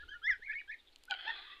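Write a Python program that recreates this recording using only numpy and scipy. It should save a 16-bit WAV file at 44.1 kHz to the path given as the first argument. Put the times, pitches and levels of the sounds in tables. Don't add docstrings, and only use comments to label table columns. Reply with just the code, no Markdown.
import sys
import numpy as np
from scipy import signal
from scipy.fft import rfft, irfft, next_fast_len
from scipy.io import wavfile
from scipy.ndimage import uniform_filter1d, map_coordinates

SR = 44100
rng = np.random.default_rng(int(sys.argv[2]) if len(sys.argv) > 2 else 0)


def wav_record(signal):
    frames = np.transpose(np.atleast_2d(signal))
    bounded = np.clip(frames, -1, 1)
    quanta = np.round(bounded * 32767).astype(np.int16)
    wavfile.write(sys.argv[1], SR, quanta)


N = 70560

# frequency in Hz, level in dB.
WHISTLE_COLOUR = [(2800, -13), (3200, -15), (3500, -18), (3750, -29.5), (4000, -48), (4350, -58),
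                  (4800, -30.5), (5350, -19), (5900, -40.5), (6400, -48.5), (7000, -45), (7600, -75.5),
                  (9000, -76)]


def flock():
    # start, crest and end in seconds, shoulder, crest and last pitch
    # in Hz, level in dB, level at the crest in dB, overtones in dB, roughness from 0 to 1.
    peeps = [(-.03, 0.02, 0.046, 1637, 1722, 1790, -52, -58.5, -15, 0.31),
             (0.022, 0.035, 0.045, 1375, 1438, 1380, -63, -51, -14, 0.14),
             (0.079, 0.11, 0.19, 1551, 1606, 1436, -53, -60, 8, 0.37),
             (0.1, .135, 0.16, 1684, 1694, 1900, -50.5, -51.5, -4.5, 0.03),
             (0.131, 0.16, 0.18, 1447, 1430, 1470, -54.5, -53.5, -24, 0.4),
             (0.212, 0.223, 0.24, 1330, 1356, 1420, -66, -57.5, -26.5, 0.34),
             (0.281, 0.305, .31, 1430, 1394, 1305, -53, -54, 3, 0.42),
             (0.316, 0.331, .358, 2360, 2462, 2274, -52, -56.5, -15.5, 0.61),
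             (0.402, 0.442, 0.46, 1683, 2140, 2030, -57.5, -51.5, 0.5, 0.52),
             (.45, 0.474, 0.55, 2376, 2204, 2024, -53, -50.5, -13, 0.6),
             (0.471, 0.502, 0.5213, 1654, 1750, 1734, -55, -40, -10.5, 0.24),
             (0.476, 0.514, 0.54, 2120, 2192, 1635, -51.5, -50, -15, 0.43),
             (0.506, 0.53, 0.54, 2188, 2610, 1950, -42.5, -51.5, 2, 0.37),
             (.524, 0.547, .566, 1529, 1900, 1880, -50, -48, -3, 0.4),
             (0.547, 0.565, 0.6, 2167, 2197, 2350, -42.5, -45, -3, 0.17),
             (0.568, .596, .618, 2417, 2480, 2210, -54, -49.5, 0, 0.71),
             (0.576, 0.59, .614, 2910, 2960, 2860, -72, -60.5, -17, 0.5),
             (0.594, 0.614, 0.62, 2144, 1880, 1720, -49.5, -52, -3, 0.65),
             (0.676, 0.728, 0.76, 1750, 2511, 1808, -44.5, -51, 0, 0.16),
             (0.704, 0.73, 0.72, 2242, 2625, 2420, -46.5, -45, -3, 0.53),
             (0.698, .744, 0.759, 1850, 2013, 1820, -55, -47, -16, 0.71)]
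    # frequency in Hz, level in dB.
    flock_colour = [(2800, -15.5), (3200, -9.5), (3600, -17), (4000, -19), (4600, -31.5), (5200, -33),
                    (5800, -34.5), (6300, -37.5), (6800, -54), (9000, -62)]
    leap_s, shoulder_s = 0.01092, 0.0286
    onset_db, fade_db = -15.5, -24
    scoop = 0.89
    out = np.zeros(N)
    for start, crest, end, shoulder_hz, crest_hz, last_hz, db, crest_db, overtones_db, rough in peeps:
        i, t, gate = span(start, end)
        shoulder = max(crest - shoulder_s, (start + crest) / 2)
        glide_hz = [scoop * shoulder_hz, shoulder_hz, shoulder_hz, last_hz]
        glide = np.interp(t, [start, shoulder, crest, end], glide_hz)
        leap = np.exp(-((t - crest) / leap_s) ** 2)
        hz = glide + (crest_hz - shoulder_hz) * leap
        level_s = [start, shoulder, crest, (crest + end) / 2, end]
        level_db = np.interp(t, level_s, [db + onset_db, db, crest_db, crest_db, crest_db + fade_db])
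        partials = overtones(hz, flock_colour, overtones_db)
        out[i] += gate * amp(level_db) * voice(hz, partials, rough)
    return out


def close_peep():
    # time in seconds, pitch in Hz, level in dB.
    close_course = [(.222, 1502, -70.5), (.243, 1660, -40.5), (.266, 1786, -36.5), (.278, 2054, -29),
                    (.290, 2168, -31.5), (.304, 1976, -25), (.316, 1724, -34), (.329, 1638, -37),
                    (.338, 1539, -42.5), (.362, 1394, -69)]
    mellow_db_per_s, mellow_from_s = 160.5, 0.31

    def partials(t, hz):
        mellow_db = mellow_db_per_s * (t - mellow_from_s)
        return [(k, db - (k == 2) * mellow_db) for k, db in overtones(hz, WHISTLE_COLOUR, db=1)]

    return call(close_course, partials, rough=0.027)


def squawks():
    # time in seconds, pitch in Hz, level in dB.
    squawk_courses = [
        [(1.092, 823.5, -74), (1.111, 812, -41), (1.122, 769, -45), (1.139, 786, -55), (1.152, 746, -50)],
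        [(1.250, 766, -44), (1.258, 776.3, -49), (1.266, 827, -43.5), (1.279, 884.4, -32.5), (1.298, 912, -36),
         (1.309, 919, -28), (1.320, 924, -62.5)],
    ]
    # multiple of the pitch, level in the first squawk in dB,
    # level in the second in dB.
    harmonic_levels = [(1, -0.5, -12), (2, -7.5, -5.5), (3, -1, -15), (4, -3, -16.5), (5, -12, -46),
                       (6, -17, -37.5), (7, -57, -53)]
    # time in seconds, pitch in Hz, level in dB.
    crack = [(1.074, 1355, -79), (1.086, 1502, -49), (1.098, 1584, -66.5), (1.116, 1538, -47.5),
             (1.124, 1505, -29.5), (1.138, 1453, -46), (1.152, 1503, -50), (1.161, 1500, -59.5)]
    flicker_db, flicker_rate = 2.5, 270
    pure_from_s, pure_db_per_s = 1.295, 600

    def harmonics(t, levels):
        fade_db = pure_db_per_s * np.maximum(t - pure_from_s, 0)
        partials = []
        for k, db in enumerate(levels, 1):
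            flicker = flicker_db * wobble(flicker_rate, len(t))
            partials.append((k, db - (k != 2) * fade_db + flicker))
        return partials

    _, *levels = np.transpose(harmonic_levels)
    reedy = np.zeros(N)
    for rows, db in zip(squawk_courses, levels):
        reedy += call(rows, lambda t, hz: harmonics(t, db), rough=0.19)
    whistle = call(crack, lambda t, hz: overtones(hz, WHISTLE_COLOUR, db=-11), rough=0.07)
    return reedy + whistle


def hiss(drift=0.01176, drift_rate=24, rasp_db=1.37, rasp_rate=130):
    # time in seconds, level in dB.
    strength = [(1.085, -109), (1.115, -51), (1.16, -58.5), (1.21, -52.5), (1.25, -53), (1.30, -48),
                (1.335, -51.5), (1.39, -52), (1.47, -56), (1.53, -55.5), (1.6, -65)]
    state_times = (1.15, 1.4, 1.6)
    # early, middle and late frequency in Hz, half width in Hz,
    # early, middle and late level in dB.
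    throat_modes = [(760, 780, 1400, 167, -13.5, -13, -23), (1221, 1190, 1175, 58, -36, -10, -3.5),
                    (1562, 1560, 2000, 260, -0.5, -8, -8.5), (1967, 2030, 1920, 68, -9.5, -10.5, -6),
                    (2550, 2480, 2680, 83, -6.5, -14, -4), (3134, 3460, 3380, 310, 4, -1, -1.5),
                    (4370, 3880, 3820, 390, -14, -5.5, -11.5)]
    # frequency in Hz, relative level in dB.
    rush_colour = [(200, -43), (350, -1), (550, -14), (1000, -10.5), (1600, 4.5), (3200, -1.5),
                   (4400, -10.5), (5000, -10.5), (5600, -33.5), (9000, -47.5), (14000, -50)]

    def state(values):
        return np.interp(clock(), state_times, values)

    throat = np.zeros(N)
    for *state_hz, width_hz, early_db, middle_db, late_db in throat_modes:
        hz = state(state_hz) * (1 + drift * wobble(drift_rate, N))
        throat += amp(state([early_db, middle_db, late_db])) * resonance(hz, width_hz)
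    rush = amp(-5.5) * noise(rush_colour)
    strength_db, = curves(strength)
    return amp(strength_db + rasp_db * wobble(rasp_rate, N)) * (throat + rush)


def clicks(attack_s=0.00077, snap_db=-15, snap_t60=0.002):
    # time in seconds, level in dB, brightness in dB per two octaves,
    # share of the full ring time (which shortens attack and crack alike).
    snaps = [(.96, -44, 6, 0.44), (0.986, -66.5, 16.5, 0.405), (1.037, -48, 10, 0.26),
             (1.0544, -58, 17.5, 0.18), (1.0987, -50.5, 2.5, .6), (1.1098, -23, -12.5, 0.53),
             (1.1394, -32.5, -33, 0.95)]
    # frequency in Hz, level in dB, full time to fall by 60 dB in seconds.
    bill_modes = [(1900, -5, 0.0042), (2960, -1, 0.014), (3080, 1, 0.0088), (4180, 1, 0.014),
                  (6730, -5.5, 0.008), (7150, -14, 0.019), (9160, -13.5, 0.007), (12920, -28.5, 0.0039)]
    snap_grows = 1.54
    pivot_hz = bill_modes[1][0]
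    out, t = np.zeros(N), np.arange(SR // 20) / SR
    for s, db, bright_db, length in snaps:
        age = t / length
        ring = np.zeros(len(t))
        for hz, level, t60 in bill_modes:
            tilt_db = bright_db * np.log2(hz / pivot_hz) / 2
            ring += amp(level + tilt_db - 60 * age / t60) * np.sin(2 * np.pi * hz * t)
        attack = 1 - np.exp(-(age / attack_s) ** 2)
        crack_db = snap_db + snap_grows * bright_db - 60 * age / snap_t60
        crack = amp(crack_db) * rng.standard_normal(len(t))
        out[round(s * SR):][:len(t)] += amp(db) * (attack * ring + crack)
    return out


def background():
    # middle in seconds,
    # half length in seconds, frequency in Hz, half width in Hz, level in dB.
    small_bursts = [(0.006, 0.074, 3470, 1050, -65.5), (0.047, 0.11, 373, 138, -74),
                    (1.259, 0.0072, 609.5, 99, -59.5), (0.396, 0.0067, 344, 270, -66.5),
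                    (0.8, 0.013, 3660, 340, -63.5), (0.882, 0.014, 3490, 494, -63.5),
                    (0.933, 0.01, 4160, 816, -69.5)]
    # frequency in Hz, relative level in dB.
    air_colour = [(76, -47), (130, -22), (149, -17), (263, -2.5), (382, -2.5), (728, -8), (803, -5),
                  (977, -8.5), (1100, -10), (3770, -3.5), (5470, -18.5), (11500, -23.5), (14000, -25)]
    # time in seconds, level in dB.
    breeze = [(0, -55), (.07, -55), (.2, -65), (.29, -62), (.325, -49), (.38, -65.5), (.8, -69.5),
              (1.1, -70.5), (1.6, -69.5)]
    # frequency in Hz, relative level in dB.
    rumble_colour = [(15, 6), (35, -5), (70, -8.5), (110, -18.5), (170, -45), (400, -79)]
    small_sounds = np.zeros(N)
    for s, length, hz, width_hz, db in small_bursts:
        swell = np.exp(-((clock() - s) / length) ** 2)
        small_sounds += amp(db) * swell * resonance(hz, width_hz)
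    wind_db, = curves(breeze)
    return amp(-71.5) * noise(air_colour) + amp(wind_db) * noise(rumble_colour) + small_sounds


def scattered(x, scatter_db=-6, t60=0.03):
    burst = rng.standard_normal(N) * amp(-60 * clock() / t60)
    return x + amp(scatter_db) * signal.fftconvolve(x, burst / np.linalg.norm(burst))[:N]


def yard(x, wet_db, build_s=0.044):
    # delay in seconds, level in dB.
    walls = [(.0065, -13.5), (0.0147, -20), (0.019, -21.5), (.044, -22.5), (0.057, -31.5)]
    tail_t60_s, tail_db = 0.13, -13.5
    t = clock()
    tail = rng.standard_normal(N) * amp(-60 * t / tail_t60_s) * (1 - np.exp(-t / build_s))
    early = filtered(x, lambda f: sum(amp(db) * np.exp(-2j * np.pi * f * s) for s, db in walls))
    diffuse = amp(tail_db) * signal.fftconvolve(x, tail / np.linalg.norm(tail))[:N]
    return x + amp(wet_db) * (early + diffuse)


def voice(hz, partials, rough, jitter=0.035, flutter_rate=260):
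    pitch = uniform_filter1d(hz, size=180) * (1 + jitter * rough * wobble(flutter_rate, len(hz)))
    phase = 2 * np.pi * np.cumsum(pitch) / SR
    strength = 1 + rough * wobble(flutter_rate, len(hz))
    return np.sqrt(2) * strength * sum(amp(db) * np.sin(k * phase) for k, db in partials)


def overtones(hz, colour, db, count=3):
    fundamental = (0.99, 0.012)  # multiple, dB
    return [fundamental] + [(k, db + along(colour, k * hz)) for k in range(2, count + 2)]


def call(rows, partials, rough):
    i, t, gate = span(rows[0][0], rows[-1][0])
    hz, db = [c[i] for c in curves(rows)]
    return np.bincount(i, gate * amp(db) * voice(hz, partials(t, hz), rough), N)


def span(start, end, edge_s=0.0027):
    i = np.arange(max(int(start * SR), 0), min(int(end * SR), N))
    t = i / SR
    from_edge = np.minimum(t - start, end - t)
    return i, t, np.sin(np.pi / 2 * np.clip(from_edge / edge_s, 0, 1)) ** 2


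def resonance(hz, width_hz):
    white = rng.standard_normal(N) + 1j * rng.standard_normal(N)
    slow = np.fft.ifft(white / (1 + (np.fft.fftfreq(N, 1 / SR) / width_hz) ** 2) ** 2)
    return unit(np.abs(slow) * np.cos(turns(hz) + np.angle(slow)))


def noise(spectrum):
    return unit(filtered(rng.standard_normal(N), lambda f: amp(along(spectrum, f))))


def filtered(x, response):
    m = next_fast_len(N + SR // 2)
    return irfft(rfft(x, m) * response(np.fft.rfftfreq(m, 1 / SR)), m)[:N]


def wobble(rate, size):
    return map_coordinates(rng.standard_normal(512), [np.arange(size) * rate / SR], mode="wrap")


def turns(hz):
    return 2 * np.pi * np.cumsum(hz * np.ones(N)) / SR


def curves(rows):
    s, *cols = np.transpose(rows)
    return [np.interp(clock(), s, c) for c in cols]


def along(points, hz):
    f, v = np.transpose(points)
    return np.interp(np.log(hz + 1), np.log(f + 1), v)


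def clock():
    return np.arange(N) / SR


def amp(db):
    return 10 ** (np.asarray(db) / 20)


def unit(x):
    return x / np.sqrt(np.mean(x ** 2) + 1e-20)


def scene():
    birds = yard(scattered(flock()), wet_db=-3.5)
    birds += yard(close_peep(), wet_db=-3)
    birds += yard(squawks(), wet_db=-2.5)
    return (birds + hiss() + yard(clicks(), wet_db=-16.5) + background())[None]


def record(dry):
    top_hz = 14300
    return filtered(dry[0], lambda hz: hz < top_hz)[None]


dry = scene()
out = record(dry)
wav_record(out)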